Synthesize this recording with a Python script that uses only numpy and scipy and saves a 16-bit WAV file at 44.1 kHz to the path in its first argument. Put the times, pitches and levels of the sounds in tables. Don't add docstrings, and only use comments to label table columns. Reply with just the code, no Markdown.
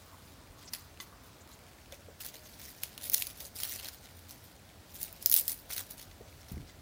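import sys
import numpy as np
from scipy import signal
from scipy.fft import rfft, irfft, next_fast_len
from scipy.io import wavfile
from scipy.ndimage import uniform_filter1d, map_coordinates

SR = 44100
rng = np.random.default_rng(int(sys.argv[2]) if len(sys.argv) > 2 else 0)


def wav_record(signal):
    frames = np.transpose(np.atleast_2d(signal))
    bounded = np.clip(frames, -1, 1)
    quanta = np.round(bounded * 32767).astype(np.int16)
    wavfile.write(sys.argv[1], SR, quanta)


N = 300321

# start_s, length_s, thin_twig_crackle_db, thick_wood_creak_db
BUNDLE_PULLS = [(0.579, 0.053, -68, -59), (0.739, 0.0052, -41, -44), (1.01, 0.0044, -48, -52.5),
                (1.236, 0.043, -65, -66), (1.476, 0.069, -64.5, -63), (1.927, 0.019, -58, -54.5),
                (2.208, 0.078, -49.5, -53), (2.338, 0.018, -54, -53.5), (2.593, 0.12, -53, -55.5),
                (2.834, 0.0069, -48, -48), (3.015, 0.015, -48, -51), (3.038, .03, -41.5, -50),
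                (3.128, 0.081, -37, -45), (3.222, 0.088, -49, -55.5), (3.372, 0.0093, -53.5, -59),
                (3.402, 0.061, -49, -52), (3.558, 0.052, -45, -52), (3.601, 0.16, -43.5, -47),
                (3.791, 0.011, -50, -48), (3.832, 0.054, -49, -47.5), (3.928, 0.016, -53, -58),
                (4.031, 0.03, -61, -56), (4.17, 0.018, -59, -77), (4.287, .05, -57, -58.5),
                (4.438, .02, -57, -63), (4.946, 0.021, -48.5, -62), (5.004, 0.038, -41, -53),
                (5.218, 0.0597, -52.5, -56.5), (5.329, 0.0622, -30.5, -48), (5.452, 0.034, -53, -72),
                (5.481, 0.039, -35.5, -50.5), (5.707, 0.033, -42.5, -46), (5.766, .04, -40, -45),
                (5.906, 0.018, -48.5, -57), (5.982, 0.048, -53, -55), (6.277, 0.016, -77, -60),
                (6.484, 0.048, -61, -61), (6.68, 0.024, -78, -59)]
# frequency_hz, density_db (per Hz)
BENDING_SPECTRUM = [(250, -9.5), (700, -6), (1200, -10.5), (2000, -2.5), (2800, -4), (4200, 0), (6200, -4),
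                    (9000, -16.5), (16000, -42)]


def amp(db):
    return 10 ** (np.asarray(db) / 20)


def unit(x):
    return x / np.sqrt(np.mean(x ** 2) + 1e-20)


def along(points, hz):
    f, v = np.transpose(points)
    return np.interp(np.log(hz + 1), np.log(f + 1), v)


def noise():
    return rng.standard_normal(N)


def wobble(rate):
    knots = rng.standard_normal(int(N * rate / SR) + 4)
    return map_coordinates(knots, [np.arange(N) * rate / SR])


def filtered(x, response):
    m = next_fast_len(N + 8192)
    return irfft(rfft(x, m) * response(np.fft.rfftfreq(m, 1 / SR)), m)[:N]


def coloured(x, spectrum):
    return unit(filtered(x, lambda hz: amp(along(spectrum, hz))))


def narrow(centre_hz, width):
    return unit(filtered(noise(), lambda hz: 1 / (1 + ((hz - centre_hz) / width) ** 2)))


def causal(db):
    cepstrum = irfft(np.log(amp(db)))
    half = len(cepstrum) // 2
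    folded = np.r_[cepstrum[0], 2 * cepstrum[1:half], np.zeros(half)]
    return irfft(np.exp(rfft(folded)))


def add(track, s, sound):
    part = track[round(s * SR):][:len(sound)]
    part += sound[:len(part)]


def patchy(x, depth_db, bands_size, frames_size):
    z = signal.stft(x, nperseg=256)[2]
    field = uniform_filter1d(rng.standard_normal(z.shape), bands_size, 0)
    field = uniform_filter1d(field, frames_size, 1)
    return unit(signal.istft(z * amp(depth_db * unit(field)), nperseg=256)[1][:N])


def grains(rate, spread_db, hiss, shift_db=3):
    sizes = amp(spread_db * np.clip(noise(), -2, 2))
    slips = sizes * (rng.random(N) < rate / SR)
    t = np.arange(2 ** 8) / SR
    scratch = t * amp(-120 * t / .0045)
    power = np.abs(signal.fftconvolve(slips ** 2, scratch)[:N])
    rub = unit(np.sqrt(power) * noise()) + hiss * noise()
    return patchy(rub, shift_db, bands_size=4, frames_size=6)


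def rumble(level_db=-59.0):
    # frequency_hz, density_db (per Hz)
    rumble_spectrum = [(20, -50), (45, -2.5), (80, -2.5), (130, -3.5), (175, -6.5), (260, -6.5), (400, -12),
                       (720, -13.5), (1000, -17), (1600, -49), (2600, -72)]
    shifting = patchy(noise(), 1, bands_size=1, frames_size=20)
    return amp(level_db) * coloured(shifting, rumble_spectrum)


def wind(level_db=-66):
    # frequency_hz, density_db (per Hz)
    wind_spectrum = [(15, -56), (30, -26), (45, -5.5), (65, -5.5), (100, -5.5), (200, -42)]
    gust_s, gust_width_s, gust_rise_db = 6.6, 0.47, 8
    t = np.arange(N) / SR
    gust_db = gust_rise_db * np.exp(-((t - gust_s) / gust_width_s) ** 2)
    return amp(level_db + gust_db + 2 * wobble(4)) * coloured(noise(), wind_spectrum)


def hum(level_db=-66):
    return amp(level_db + wobble(3)) * narrow(87, width=4)


def air(level_db=-60.5):
    # frequency_hz, density_db (per Hz)
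    air_spectrum = [(500, -12), (1050, -8), (1400, -1.5), (1900, -4.5), (2800, -7.5), (4400, -6.5),
                    (7500, -11.5), (9000, -13), (12000, -15), (15500, -12.5)]
    shifting = patchy(noise(), 1, bands_size=5, frames_size=16)
    return amp(level_db + 0.19 * wobble(8.7)) * coloured(shifting, air_spectrum)


def leaves(level_db=-71.5):
    # frequency_hz, density_db (per Hz)
    leaf_spectrum = [(800, -18), (2200, 16), (5500, 2.5), (8500, 9), (15500, -1.5)]
    ticks = grains(rate=60, spread_db=3.5, hiss=.3)
    return amp(level_db + 3 * wobble(7)) * coloured(ticks, leaf_spectrum)


def drone():
    # time_s, level_db
    drone_levels = [(0, -74), (2.4, -70), (3.6, -67.5), (4.25, -77), (4.7, -67), (6.81, -67.5)]
    level_db = np.interp(np.arange(N) / SR, *np.transpose(drone_levels))
    return amp(level_db + 2.3 * wobble(12)) * narrow(628, width=170)


def rush(level_db=-67, end_s=1.59, fade_s=.3, drop_db=9):
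    t = np.arange(N) / SR
    lull_db = drop_db * np.clip((t - end_s) / fade_s, 0, 1)
    return amp(level_db - lull_db + 2 * wobble(12)) * narrow(1100, width=240)


def outdoors():
    steady = rumble() + wind() + hum() + air() + leaves() + drone() + rush()
    return steady + hoots() + chirps()


def pull_shape(t, length):
    grip_db_per_s, release_db_per_s = 1250, 480
    settle_db, settle_db_per_s = -11.5, 134
    before, after = np.maximum(-t, 0), np.maximum(t - length, 0)
    release = -release_db_per_s * after
    settling = settle_db - settle_db_per_s * after
    return amp(np.maximum(release, settling) - grip_db_per_s * before)


def bundle(crackle_db=-1, bending_db=-1.2, stir_bending_db=-1):
    # start_s, end_s, level_db
    stir_spans = [(0, .35, -66), (2.3, 3.45, -62), (3.905, 4.555, -67), (4.87, 5.586, -61.5),
                  (6.075, 6.454, -71)]
    # frequency_hz, density_db (per Hz)
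    crackle_spectrum = [(1500, -42), (4000, -11.5), (7800, -3), (10000, 3), (13000, 3.5), (15400, 8.5),
                        (16300, -71)]
    t = np.arange(N) / SR
    stirring = sum(amp(db) * ((t > start) & (t < end)) for start, end, db in stir_spans)
    fine = uniform_filter1d(stirring, size=2 ** 12) * amp(1 * wobble(12))
    coarse = amp(stir_bending_db) * fine
    for s, length, fine_db, coarse_db in BUNDLE_PULLS:
        shape = pull_shape(t - s, length)
        fine = np.hypot(fine, amp(fine_db) * shape)
        coarse = np.hypot(coarse, amp(coarse_db) * shape)
    slips = grains(rate=600, spread_db=4, hiss=.55, shift_db=3)
    crackle = amp(crackle_db) * fine * coloured(slips, crackle_spectrum)
    creak = amp(bending_db) * coarse * coloured(slips, BENDING_SPECTRUM)
    return crackle + creak


def chirps(length=0.037, relative_width=0.13):
    # time_s, level_db, pitch_hz
    chirp_rows = [(.13, -57, 1000), (.65, -58, 7500), (.674, -48, 5500), (1.125, -58, 1200),
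                  (1.405, -59, 6960), (1.485, -58.5, 1080), (1.525, -58, 7100), (2.441, -60, 6900),
                  (6.405, -60, 5560)]
    out, swell = np.zeros(N), np.hanning(int(length * SR))
    for s, db, hz in chirp_rows:
        add(out, s - .008, amp(db) * swell * narrow(hz, relative_width * hz)[:len(swell)])
    return out


def thuds(rise=0.0011, scuff=0.53):
    # start_s, level_db, pitch_hz, t60_s
    thud_rows = [(0.484, -46, 54.3, 0.18), (1.924, -48, 560, 0.11), (2.085, -45.5, 480, 0.09),
                 (2.355, -50, 450, 0.093), (3.426, -50, 500, 0.13), (6.069, -46, 45.4, 0.41),
                 (6.208, -40.5, 415, 0.079), (6.516, -33.5, 176, 0.066), (6.522, -33.5, 72, 0.4),
                 (6.564, -36, 198, 0.14), (6.598, -41, 132, 0.21), (6.625, -47, 282, 0.1)]
    out, t = np.zeros(N), np.arange(SR // 3) / SR
    for s, db, hz, t60 in thud_rows:
        fade = amp(-60 * t / t60)
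        push = np.sin(2 * np.pi * hz * t) * fade
        body = push + scuff * narrow(hz, min(hz, 130))[:len(t)]
        add(out, s, amp(db) * body * (1 - np.exp(-t / rise)) * fade)
    return out


def fibres(count=12, rate=70, over_crackle_db=2, spread_db=6.5, mean_tilt=0.096):
    rows = []
    for s, length, crackle_db, _ in BUNDLE_PULLS:
        delays = (np.arange(count) + rng.random(count)) / rate
        for delay, (size, colour) in zip(delays, rng.standard_normal((count, 2))):
            if delay < length:
                level_db = crackle_db + over_crackle_db + spread_db * min(size, 1)
                rows.append((s + delay, level_db, mean_tilt + 3 * colour))
    return rows


def snaps(scatter_db=-28, scatter_t60=0.17):
    # time_s, level_db, brightness_db_per_octave
    break_rows = [(0.7347, -28, -5.5), (1.923, -40, -10), (2.2058, -37, -9), (2.2145, -39.5, -4),
                  (2.248, -35, -6.5), (2.263, -31.5, 0), (2.8348, -23, -5.5), (2.978, -33.5, -7.5),
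                  (3.058, -46, 4), (3.0983, -22.5, -1.5), (3.1187, -30, -1), (3.1344, -21, 9),
                  (3.141, -16.5, 3), (3.1445, -13.5, -1), (3.1467, -20, -2), (3.2225, -21.5, -4.5),
                  (3.269, -28.5, -1.5), (3.4039, -36, -5.5), (3.569, -43, -2), (3.6018, -31, -4),
                  (3.6341, -22.5, -4), (3.6514, -32, 4), (3.797, -37.5, 0), (3.8463, -36, -9.5),
                  (3.8864, -34, -5), (4.2938, -44, 3), (4.309, -39.5, -5), (5.0302, -24, 6),
                  (5.1267, -37.5, 7), (5.226, -33, 2), (5.2601, -10.5, -1.5), (5.2714, -25, 7),
                  (5.298, -18.5, 6), (5.3148, -15, 2), (5.3236, -18, 2), (5.3273, -18.5, 0.5),
                  (5.3407, -9, 2), (5.3518, -26, -1), (5.3639, -14, 1), (5.3659, -18, -3), (5.3745, -21, 4),
                  (5.3824, -28, -3), (5.3976, -20.5, 4), (5.4105, -25, 4), (5.48, -18.5, 1),
                  (5.5077, -37, 9), (5.7032, -37, -12), (5.7801, -27, -5), (5.8064, -36, -2.5),
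                  (5.909, -35, 7), (6.52, -41, 5)]
    # frequency_hz, density_db (per Hz)
    fracture_spectrum = [(300, -38), (1000, -24.5), (2000, -14), (2800, -9), (4300, -2), (6500, -1.5),
                         (8000, -7.5), (10500, 4.5), (13000, 3), (15500, 9), (17000, -40)]
    lead = 2 ** 7
    lead_db, lead_t60, ring_db, ring_t60 = -20, .005, -16, .024
    tear_t60 = .0048
    out, t = np.zeros(N), (np.arange(2 ** 12) - lead) / SR
    hz = np.fft.rfftfreq(len(t), 1 / SR)
    away, torn = np.abs(t), t >= 0
    giving = amp(lead_db - 60 * away / lead_t60)
    ring = amp(ring_db - 60 * away / ring_t60)
    for s, db, tilt in [*break_rows, *fibres()]:
        fray = np.interp(db, [-40, -20], [2.6, 1])
        tear = amp(-60 * away / (fray * tear_t60))
        fade = np.where(torn, tear + ring, giving)
        ripple = unit(uniform_filter1d(rng.standard_normal(len(hz)), size=50))
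        colour = along(fracture_spectrum, hz) + tilt * np.log2((hz + 500) / 10000)
        burst = fade * rng.standard_normal(len(t))
        crack = signal.fftconvolve(burst, causal(colour + 2 * ripple))[:len(t)]
        crack = unit(crack) * np.sqrt(SR / 10 ** 3 / len(t))
        rustle = unit(irfft(rfft(rng.standard_normal(len(t))) * amp(colour)))
        shiver = rustle * torn * amp(scatter_db - 60 * away / scatter_t60)
        add(out, s - lead / SR, amp(db) * (crack + shiver))
    return out


def taps(level_db=-4, tick=1.64):
    # start_s, level_db
    tap_rows = [(.6785, -54), (.7345, -48), (1.0012, -38), (1.0075, -47), (1.924, -51), (2.458, -55),
                (5.728, -50), (5.778, -50), (6.113, -54), (6.498, -57), (6.69, -54)]
    # frequency_hz, level_db, t60_s
    stick_modes = [(1120, -7, 0.076), (2023, -1, 0.062), (2410, -12, 0.051), (2980, -2, 0.04),
                   (3500, 0.5, 0.043), (4380, -5, 0.041), (6400, -2, 0.064)]
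    out, t = np.zeros(N), np.arange(SR // 6) / SR
    contact = amp(-60 * t / .022)
    for s, db in tap_rows:
        ring = np.zeros(len(t))
        for hz, mode_db, t60 in stick_modes:
            fade = amp(mode_db + 2 * rng.standard_normal() - 60 * t / t60)
            ring += fade * np.sin(2 * np.pi * hz * t + rng.uniform(0, 2 * np.pi))
        scrape = contact * coloured(noise(), BENDING_SPECTRUM)[:len(t)]
        add(out, s, amp(db + level_db) * (ring + tick * scrape))
    return out


def hoots(width=22):
    # start_s, length_s, level_db, pitch_hz
    hoot_rows = [(1.925, .25, -65.5, 570), (2.243, .36, -65.5, 617), (2.927, 0.19, -65, 582),
                 (3.374, 0.15, -63.5, 590), (3.674, 0.13, -70, 600)]
    out = np.zeros(N)
    for s, length, db, hz in hoot_rows:
        swell = signal.windows.tukey(int(length * SR), .6)
        add(out, s, amp(db) * swell * narrow(hz, width)[:len(swell)])
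    return out


def grove(x):
    # frequency_hz, t60_s
    grove_decay = [(200, 0.067), (2000, 0.48), (6000, 0.38), (15000, 0.19)]
    hz, t, z = signal.stft(rng.standard_normal(SR // 3), SR, nperseg=256)
    fade = amp(-60 * t / along(grove_decay, hz)[:, None])
    tail = signal.istft(z * fade, SR, nperseg=256)[1]
    delayed = np.pad(x, (SR // 300, 0))
    return signal.fftconvolve(delayed, tail / np.linalg.norm(tail))[:N]


def scene(wet_db=-16):
    wood = snaps() + bundle() + taps()
    return (wood + amp(wet_db) * grove(wood) + thuds() + outdoors())[None]


def record(dry):
    top_hz = 16050
    high_pass = signal.butter(4, 32, 'high', fs=SR, output='sos')
    lean = signal.sosfilt(high_pass, dry[0])
    return filtered(lean, lambda hz: 1 / np.sqrt(1 + (hz / top_hz) ** 160))[None]


dry = scene()
out = record(dry)
wav_record(out)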